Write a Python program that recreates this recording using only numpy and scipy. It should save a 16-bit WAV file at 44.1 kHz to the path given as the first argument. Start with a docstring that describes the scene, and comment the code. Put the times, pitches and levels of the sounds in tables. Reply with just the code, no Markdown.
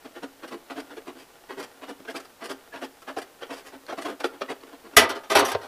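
"""Hand snips cut round a thin steel duct pipe that lies on a plywood bench in a small workshop.
Push and squeeze alternate, each a burst of stick-slip impulses that rings the hand-damped shell;
the blades rasp and squeak, and later the pipe knocks on the bench. The jaws pop through the folded seam;
near 5 s it gives a short sharp crack and at once parts with a loud snap. The freed halves ring longer
as they scrape and clank past each other, and the long one drops on the bench."""
import sys
import numpy as np
from scipy import signal
from scipy.fft import rfft, irfft, next_fast_len
from scipy.io import wavfile

SR = 44100
rng = np.random.default_rng(int(sys.argv[2]) if len(sys.argv) > 2 else 0)


def digitize_waveform(pressure):
    """Quantize a signal to 16-bit integers and store it at the path in sys.argv[1].

    Rows of a 2-D input are taken as channels; values are limited to [-1, 1].
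    """
    field = np.atleast_2d(pressure).T
    bounded = np.clip(field, -1, 1)
    quanta = np.round(bounded * 32767).astype(np.int16)
    wavfile.write(sys.argv[1], SR, quanta)


N = 250047
TIME = np.arange(N) / SR
RING_SIZE = 16384
RING_TIME = np.arange(RING_SIZE) / SR

# Normal modes of the held pipe, the loose halves and the plywood top.
# Each row: frequency in Hz, level in dB above the dense ringing, T60 in seconds.
HELD_MODES = [(272.04, 14, 0.1772), (671, 3, 0.0919), (1239.5, -6, 0.02967), (1621.5, 0, 0.03795),
              (2917.1, 4.5, 0.1296), (4562.9, -1, 0.0669), (5548.6, 2.5, 0.03933)]
LOOSE_MODES = [(275.2, 3.243, 0.443), (409.52, 4.062, 0.1013), (653.49, 11.616, 0.2944),
               (670.07, 7.276, 0.2833), (794.24, 4.073, 0.2883), (925.44, 9.136, 0.3388),
               (1049.1, 4.64, 0.298), (1186.1, 5.49, 0.3063), (1244.5, 4.054, 0.552), (1564.4, 3.96, 0.286),
               (1869.9, 4.78, 0.082), (1985, 6.494, 0.146), (2948.3, 3.066, 0.05524),
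               (3068.3, 3.11, 0.2555), (3515, 3.77, 0.1394), (5636.2, 2.673, 0.1025),
               (5769.8, 8.535, 0.0465), (6436, 5.59, 0.0784)]
BENCH_MODES = [(97.81, 16.5, 0.0623), (665.22, 0.5, 0.0308)]
# Spectral envelopes of the shell. Each row: frequency in Hz, relative level in dB.
HELD_COLOUR = [(30, -38), (85, -27), (150, -24), (200, -16), (260, -5), (400, -1.5), (520, -6.5), (720, -7),
               (1100, -11.5), (3000, -17.5), (5400, -28), (6500, -33), (11000, -35), (15000, -48)]
LOOSE_COLOUR = [(30, -29), (85, -11.5), (135, -18), (180, -19), (260, 1), (330, 1.5), (430, -1), (560, -3),
                (750, -1.5), (1500, -7), (3500, -10.5), (5600, -18.5), (7000, -26.5), (11000, -24),
                (15000, -35)]
# Damping of the dense ringing. Each row: frequency in Hz, T60 in seconds.
HELD_DECAY = [(260, 0.11064), (1500, 0.08326), (10000, 0.05525)]
LOOSE_DECAY = [(500, 0.20175), (2700, 0.13475), (10000, 0.0208)]


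def from_db(db):
    """Amplitude grows tenfold for every 20 dB."""
    return 10 ** (np.asarray(db) / 20)


def root_energy(x):
    """Signal energy is the sum of squares; this is its root."""
    return np.sqrt(np.sum(x ** 2) + 1e-20)


def unit_energy(x):
    """Normalisation to an energy of one."""
    return x / root_energy(x)


def add(out, sound, start):
    """Superposition: a sound adds in from a given sample on."""
    out[start:start + len(sound)] += sound[:len(out) - start]


def at_hz(points, hz):
    """Interpolation on a logarithmic frequency axis."""
    known_hz, values = np.transpose(points)
    return np.interp(np.log(np.maximum(hz, 1)), np.log(known_hz), values)


def band(x, low, high, order=3):
    """Butterworth band-pass filtering between two frequencies in Hz."""
    return signal.sosfilt(signal.butter(order, [low, high], "band", fs=SR, output="sos"), x)


def coloured(x, colour):
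    """Minimum-phase filtering: folding the cepstrum makes the given spectrum causal."""
    size = 2 * next_fast_len(len(x))
    gain = from_db(at_hz(colour, np.fft.rfftfreq(size, 1 / SR)))
    cepstrum = irfft(np.log(gain))
    cepstrum[1:size // 2] *= 2
    cepstrum[size // 2 + 1:] = 0
    return irfft(rfft(x, size) * np.exp(rfft(cepstrum)))[:len(x)]


def free_decay(t60):
    """A damped vibration falls exponentially, by 60 dB in t60 seconds."""
    return np.exp(-np.log(1000) * RING_TIME / t60)


def dense_ring(decay):
    """Modal overlap: countless modes merge into noise, each octave dying at its own rate."""
    edges_hz = np.geomspace(30, 20000, 10)
    out = 0
    for low, high in zip(edges_hz, edges_hz[1:]):
        fade = unit_energy(free_decay(at_hz(decay, np.sqrt(low * high))))
        out = out + fade * band(rng.standard_normal(RING_SIZE), low, high, order=2)
    return unit_energy(out)


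def shell(modes, colour, decay, crack_db):
    """Impulse response of one spot, in four bands: direct crack, dense ringing and normal modes."""
    # The bands are flexing, knock, crunch and edge hiss. Each row: lower and upper edge in Hz.
    bands = [(25, 430), (430, 1300), (1300, 5700), (5700, 17000)]
    response = dense_ring(decay)
    response[0] += from_db(crack_db)
    for hz, db, t60 in modes:
        fade = free_decay(t60)
        response += 2 * from_db(db) * fade / fade.sum() * np.cos(2 * np.pi * hz * RING_TIME)
    response = coloured(response, colour)
    return [band(response, low, high) for low, high in bands]


def slips(size, per_s, spread_db):
    """Stick-slip friction: steel on steel gives random impulses of log-normal size."""
    sizes = from_db(spread_db * rng.standard_normal(size)) * rng.choice([-1, 1], size)
    return sizes * (rng.random(size) < per_s / SR)


def shake(spot, force, levels_db, per_s, spread_db):
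    """Convolution: every slip rings the shell; force and level set the energy in each band."""
    clicks = force * slips(len(force), per_s, spread_db)
    return root_energy(force) * sum(from_db(db) * unit_energy(signal.fftconvolve(clicks, response))
                                    for db, response in zip(levels_db, spot))


def stroke(spot, crest, length, rise_share, levels_db, per_s, spread_db):
    """Transient excitation by a skewed Gaussian swell of force; gives the sound and its first sample."""
    rise = length * np.clip(rise_share, .05, .95)
    fall = length - rise
    near = np.flatnonzero((TIME > crest - 2 * rise) & (TIME < crest + 2 * fall))
    since = TIME[near] - crest
    force = np.exp(-(since / np.where(since < 0, rise, fall)) ** 2)
    return shake(spot, force, levels_db, per_s, spread_db), near[0]


def strokes(rows, shape, spots, per_s, spread_db):
    """Response depends on the driving point: strokes of one shape take the given spots in turn."""
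    boom_loss_db_per_s = 1.5381   # the held pipe booms less as the slit grows
    rise_share, flexing_db, *upper_db = shape
    out = np.zeros(N)
    for k, (crest, length, db) in enumerate(rows):
        levels_db = db + np.array([flexing_db - boom_loss_db_per_s * crest, *upper_db])
        add(out, *stroke(spots[k % len(spots)], crest, length, rise_share, levels_db, per_s, spread_db))
    return out


def still_air(rms_db):
    """The ambient noise floor is steady, coloured Gaussian noise."""
    # Each row: frequency in Hz, relative level in dB.
    air_colour = [(25, -7), (60, -11.5), (160, -10), (270, -6), (600, -2.5), (1200, -7), (2000, -11.5),
                  (4000, -14.5), (7000, -17.5), (12000, -18), (15000, -19)]
    return from_db(rms_db) * np.sqrt(N) * unit_energy(coloured(rng.standard_normal(N), air_colour))


def workshop(x, wet_db):
    """Diffuse reverberation: the cluttered walls return a weak tail after 12 ms."""
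    # Each row: frequency in Hz, reverberation time in seconds.
    room_decay = [(1500, 0.3606), (10000, 0.1083)]
    walls = dense_ring(room_decay) * (RING_TIME > .012)
    return x + from_db(wet_db) * signal.fftconvolve(x, walls)[:N]


def handling(spot):
    """Sparse slips under a steady force: the sheet creaks faintly as the hand shifts."""
    # The four band levels in dB.
    levels_db = (-69, -59.5, -63.5, -75)
    return shake(spot, np.ones(N), levels_db, per_s=120, spread_db=4.5)[:N]


def squeaking():
    """Self-excited vibration: slips of blade on cut edge lock briefly into a wavering tone."""
    # Each row: centre in seconds, half length in seconds, frequency in Hz, level in dB.
    squeaks = [(0.492, 0.005804, 5378, -55), (2.087, 0.0097, 1568, -38), (2.73, 0.0068, 1710, -41.5),
               (3.434, 0.0049, 3166, -40), (3.867, 0.001315, 4279, -44), (4.492, 0.006976, 1944, -38),
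               (4.611, 0.002736, 4388, -53.5)]
    out = np.zeros(N)
    for centre, half_length, hz, db in squeaks:
        since = TIME[np.abs(TIME - centre) < 3 * half_length] - centre
        phase_drift = np.cumsum(0.057 * rng.standard_normal(len(since)))
        tone = np.sqrt(2) * np.sin(2 * np.pi * hz * since + phase_drift)
        swell = np.exp(-(since / half_length) ** 2)
        add(out, from_db(db) * tone * swell, round((centre + since[0]) * SR))
    return out


def knocking():
    """An impact excites both bodies: the rocking pipe and the plywood ring dully together."""
    # Each row: crest in seconds, length in seconds, level in dB.
    knocks = [(3.166, 0.013, -25), (3.926, 0.017, -28.5)]
    # The rising share of the length, then four band offsets in dB.
    knock_shape = (0.1192, -4.5, 0, -13, -25)
    spot = shell(HELD_MODES + BENCH_MODES, HELD_COLOUR, HELD_DECAY, crack_db=3.5)
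    return strokes(knocks, knock_shape, [spot], per_s=2500, spread_db=4.5)


def drop():
    """Contact damping: the long half lands on the plywood with a short hollow clunk."""
    # Crest and length in seconds, rising share of the length, then four band levels in dB.
    landing = (5.552, .011, .6, -27, -17.5, -31, -56)
    crest, length, rise_share, *levels_db = landing
    spot = shell(LOOSE_MODES + BENCH_MODES, LOOSE_COLOUR, HELD_DECAY, crack_db=6.5)
    out = np.zeros(N)
    add(out, *stroke(spot, crest, length, rise_share, levels_db, per_s=2700, spread_db=0))
    return out


def rasping():
    """Sliding friction on each other and on the fresh edge rings the blades along with the pipe."""
    # Each row: crest in seconds, length in seconds, level in dB.
    rasps = [(.484, .022, -46), (.801, .017, -42.5), (1.2, .06, -50.5), (1.602, 0.03807, -42.5),
             (1.633, 0.025657, -40.5), (1.896, .018, -45.5), (2.105, 0.02271, -43), (2.166, .026, -36),
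             (2.203, .014, -43.5), (2.252, .008, -46.5), (2.453, .028, -38), (2.507, .032, -37),
             (2.848, .021, -43.5), (3.023, .018, -49.5), (3.185, .019, -37.5), (3.222, .013, -39.5),
             (3.54, .034, -43), (3.58, .048, -46), (3.671, .042, -46), (3.866, .003, -45),
             (4.024, .024, -39), (4.062, 0.028, -51), (4.206, 0.015, -39), (4.252, 0.03438, -39)]
    # The rising share of the length, then four band offsets in dB.
    rasp_shape = (.42, -3.5, -0.5, 0, -6)
    # Each row: frequency in Hz, level in dB above the dense ringing, T60 in seconds.
    blade_modes = [(4730.5, 13.5, 0.03665), (5120.6, 11.5, .05), (5680, 4, .06), (8040, 1, .03)]
    spots = [shell(HELD_MODES + blade_modes, HELD_COLOUR, HELD_DECAY, crack_db=1.5) for _ in range(5)]
    return strokes(rasps, rasp_shape, spots, per_s=2500, spread_db=4.2)


def crack_and_clanks():
    """Free vibration: a short sharp crack just before the snap, then the loose halves scrape and clank."""
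    # Each row: crest in seconds, length in seconds, level in dB, sharpness in dB. The crack is first.
    bursts = [(4.9645, 0.003315, -27, 4.5), (5.02, .032, -20, -3), (5.095, 0.028417, -26.5, .5),
              (5.155, 0.028126, -32.5, -3.5), (5.237, 0.02418, -42.5, -1.5), (5.306, 0.03567, -19.5, -.5),
              (5.357, 0.035555, -11, -0.5), (5.39, 0.02004, -19, 3), (5.416, .032, -19.5, -13.5),
              (5.452, 0.03, -28, 4), (5.486, 0.032554, -29, 2), (5.518, 0.015, -25.5, 1.5),
              (5.62, .055, -39.5, -2)]
    # The rising share of the length, then four band offsets in dB.
    burst_shape = (0.1713, -11.5, 0, -3.5, -12.5)
    # The gain of each band in dB per dB of sharpness: sharper is brighter.
    sharpness_tilt = (-0.312, 0.0074, 0.7275, 2.142)
    spots = [shell(LOOSE_MODES, LOOSE_COLOUR, LOOSE_DECAY, crack_db=-3.0) for _ in range(5)]
    rise_share, *balance_db = burst_shape
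    out = np.zeros(N)
    for k, (crest, length, db, sharpness_db) in enumerate(bursts):
        spot = spots[k % len(spots)]
        levels_db = db + np.array(balance_db) + sharpness_db * np.array(sharpness_tilt)
        add(out, *stroke(spot, crest, length, rise_share, levels_db, per_s=2000, spread_db=2.0))
    return out


def cutting():
    """Forced vibration: the jaws and the holding hand drive the damped shell with bursts of slips."""
    # Each row: crest in seconds, length in seconds, level in dB.
    pushes = [(.164, 0.03151, -41), (.436, 0.030597, -39), (.709, 0.029084, -36), (.914, 0.03786, -44),
              (1.506, 0.042244, -38), (1.831, 0.03626, -40.5), (2.053, 0.01, -44), (2.09, 0.031933, -36),
              (2.424, 0.0427, -39), (2.752, .054, -39), (3.088, 0.035703, -35.5), (3.425, 0.033, -37),
              (3.899, 0.03883, -35), (4.208, 0.018955, -36)]   # the open jaws slide on into the slit
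    cuts = [(.056, 0.021393, -40.5), (.235, 0.02324, -33.5), (.528, .04, -36), (.778, .045, -35),
            (.976, .02, -37), (1.083, .035, -38), (1.592, 0.048545, -36.5), (1.895, 0.03959, -37),
            (2.155, 0.026535, -34.5), (2.505, .036, -34.5), (2.828, .032, -32), (3.185, .024, -37.5),
            (3.513, .04, -34), (3.986, 0.03073, -32), (4.058, 0.026, -28), (4.091, .03, -32),
            (4.505, .036, -30)]   # a squeeze shears the sheet
    bumps = [(1.163, 0.02552, -52), (2.002, 0.011827, -48.5), (3.743, 0.035955, -46), (4.115, 0.045, -43),
             (4.344, 0.03968, -49), (4.634, 0.014093, -45), (4.676, 0.012, -50), (4.737, 0.043, -48.5),
             (4.86, 0.04327, -49), (4.941, 0.02746, -47)]   # the pipe gives under the hand
    jolts = [(4.244, .011, -18), (4.418, .013, -24)]   # the jaws pop through the folded seam
    # Each shape: the rising share of the length, then four band offsets in dB.
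    push_shape = (0.3753, -1.5, 0.5, -5.5, -20.5)
    cut_shape = (0.439, 1.5, 0, -6.5, -18.5)
    bump_shape = (0.5492, 9.5, 2.5, -4, -17)
    jolt_shape = (.5, -4, 0, -6, -25.5)
    # A push creaks more than it hisses. Each row: frequency in Hz, gain in dB.
    push_tint = [(1000, 0.5), (1650, 4), (3200, 1), (5000, 1.5), (7000, 1)]
    spots = [shell(HELD_MODES, HELD_COLOUR, HELD_DECAY, crack_db=0.5) for _ in range(11)]
    return (handling(spots[0])
            + coloured(strokes(pushes, push_shape, spots, per_s=3000, spread_db=3.5), push_tint)
            + strokes(cuts, cut_shape, spots[::-1], per_s=3000, spread_db=2.5)
            + strokes(bumps, bump_shape, spots, per_s=3000, spread_db=5.0)
            + strokes(jolts, jolt_shape, spots, per_s=2900, spread_db=4.0))


def snap():
    """Sudden release of strain: the last of the seam tears and the shell springs free."""
    # Start in seconds, time constant of the tearing in seconds, then four band levels in dB.
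    tear = (4.9674, 0.014, -13.5, -3, 1.2, -5)
    start, fade, *levels_db = tear
    spot = shell(LOOSE_MODES, LOOSE_COLOUR, LOOSE_DECAY, crack_db=3.0)
    force = np.exp(-RING_TIME / fade)
    out = np.zeros(N)
    add(out, shake(spot, force, levels_db, per_s=8000, spread_db=1.5), round(start * SR))
    return out


def scene():
    """Snips, pipe and their reverberation superpose on the still air, in one channel."""
    air = still_air(rms_db=-54.5)
    metal = cutting() + rasping() + knocking() + squeaking() + snap() + crack_and_clanks() + drop()
    return (workshop(metal, wet_db=-14.0) + air)[None]


def record(dry):
    """Soft saturation: the snap overloads the microphone; a steep low-pass then cuts the top."""
    ceiling, cutoff_hz = 0.63, 15250
    clipped = dry / (1 + (dry / ceiling) ** 6) ** (1 / 6)
    return signal.sosfilt(signal.ellip(10, .2, 90, cutoff_hz, fs=SR, output="sos"), clipped)


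dry = scene()
out = record(dry)
digitize_waveform(out)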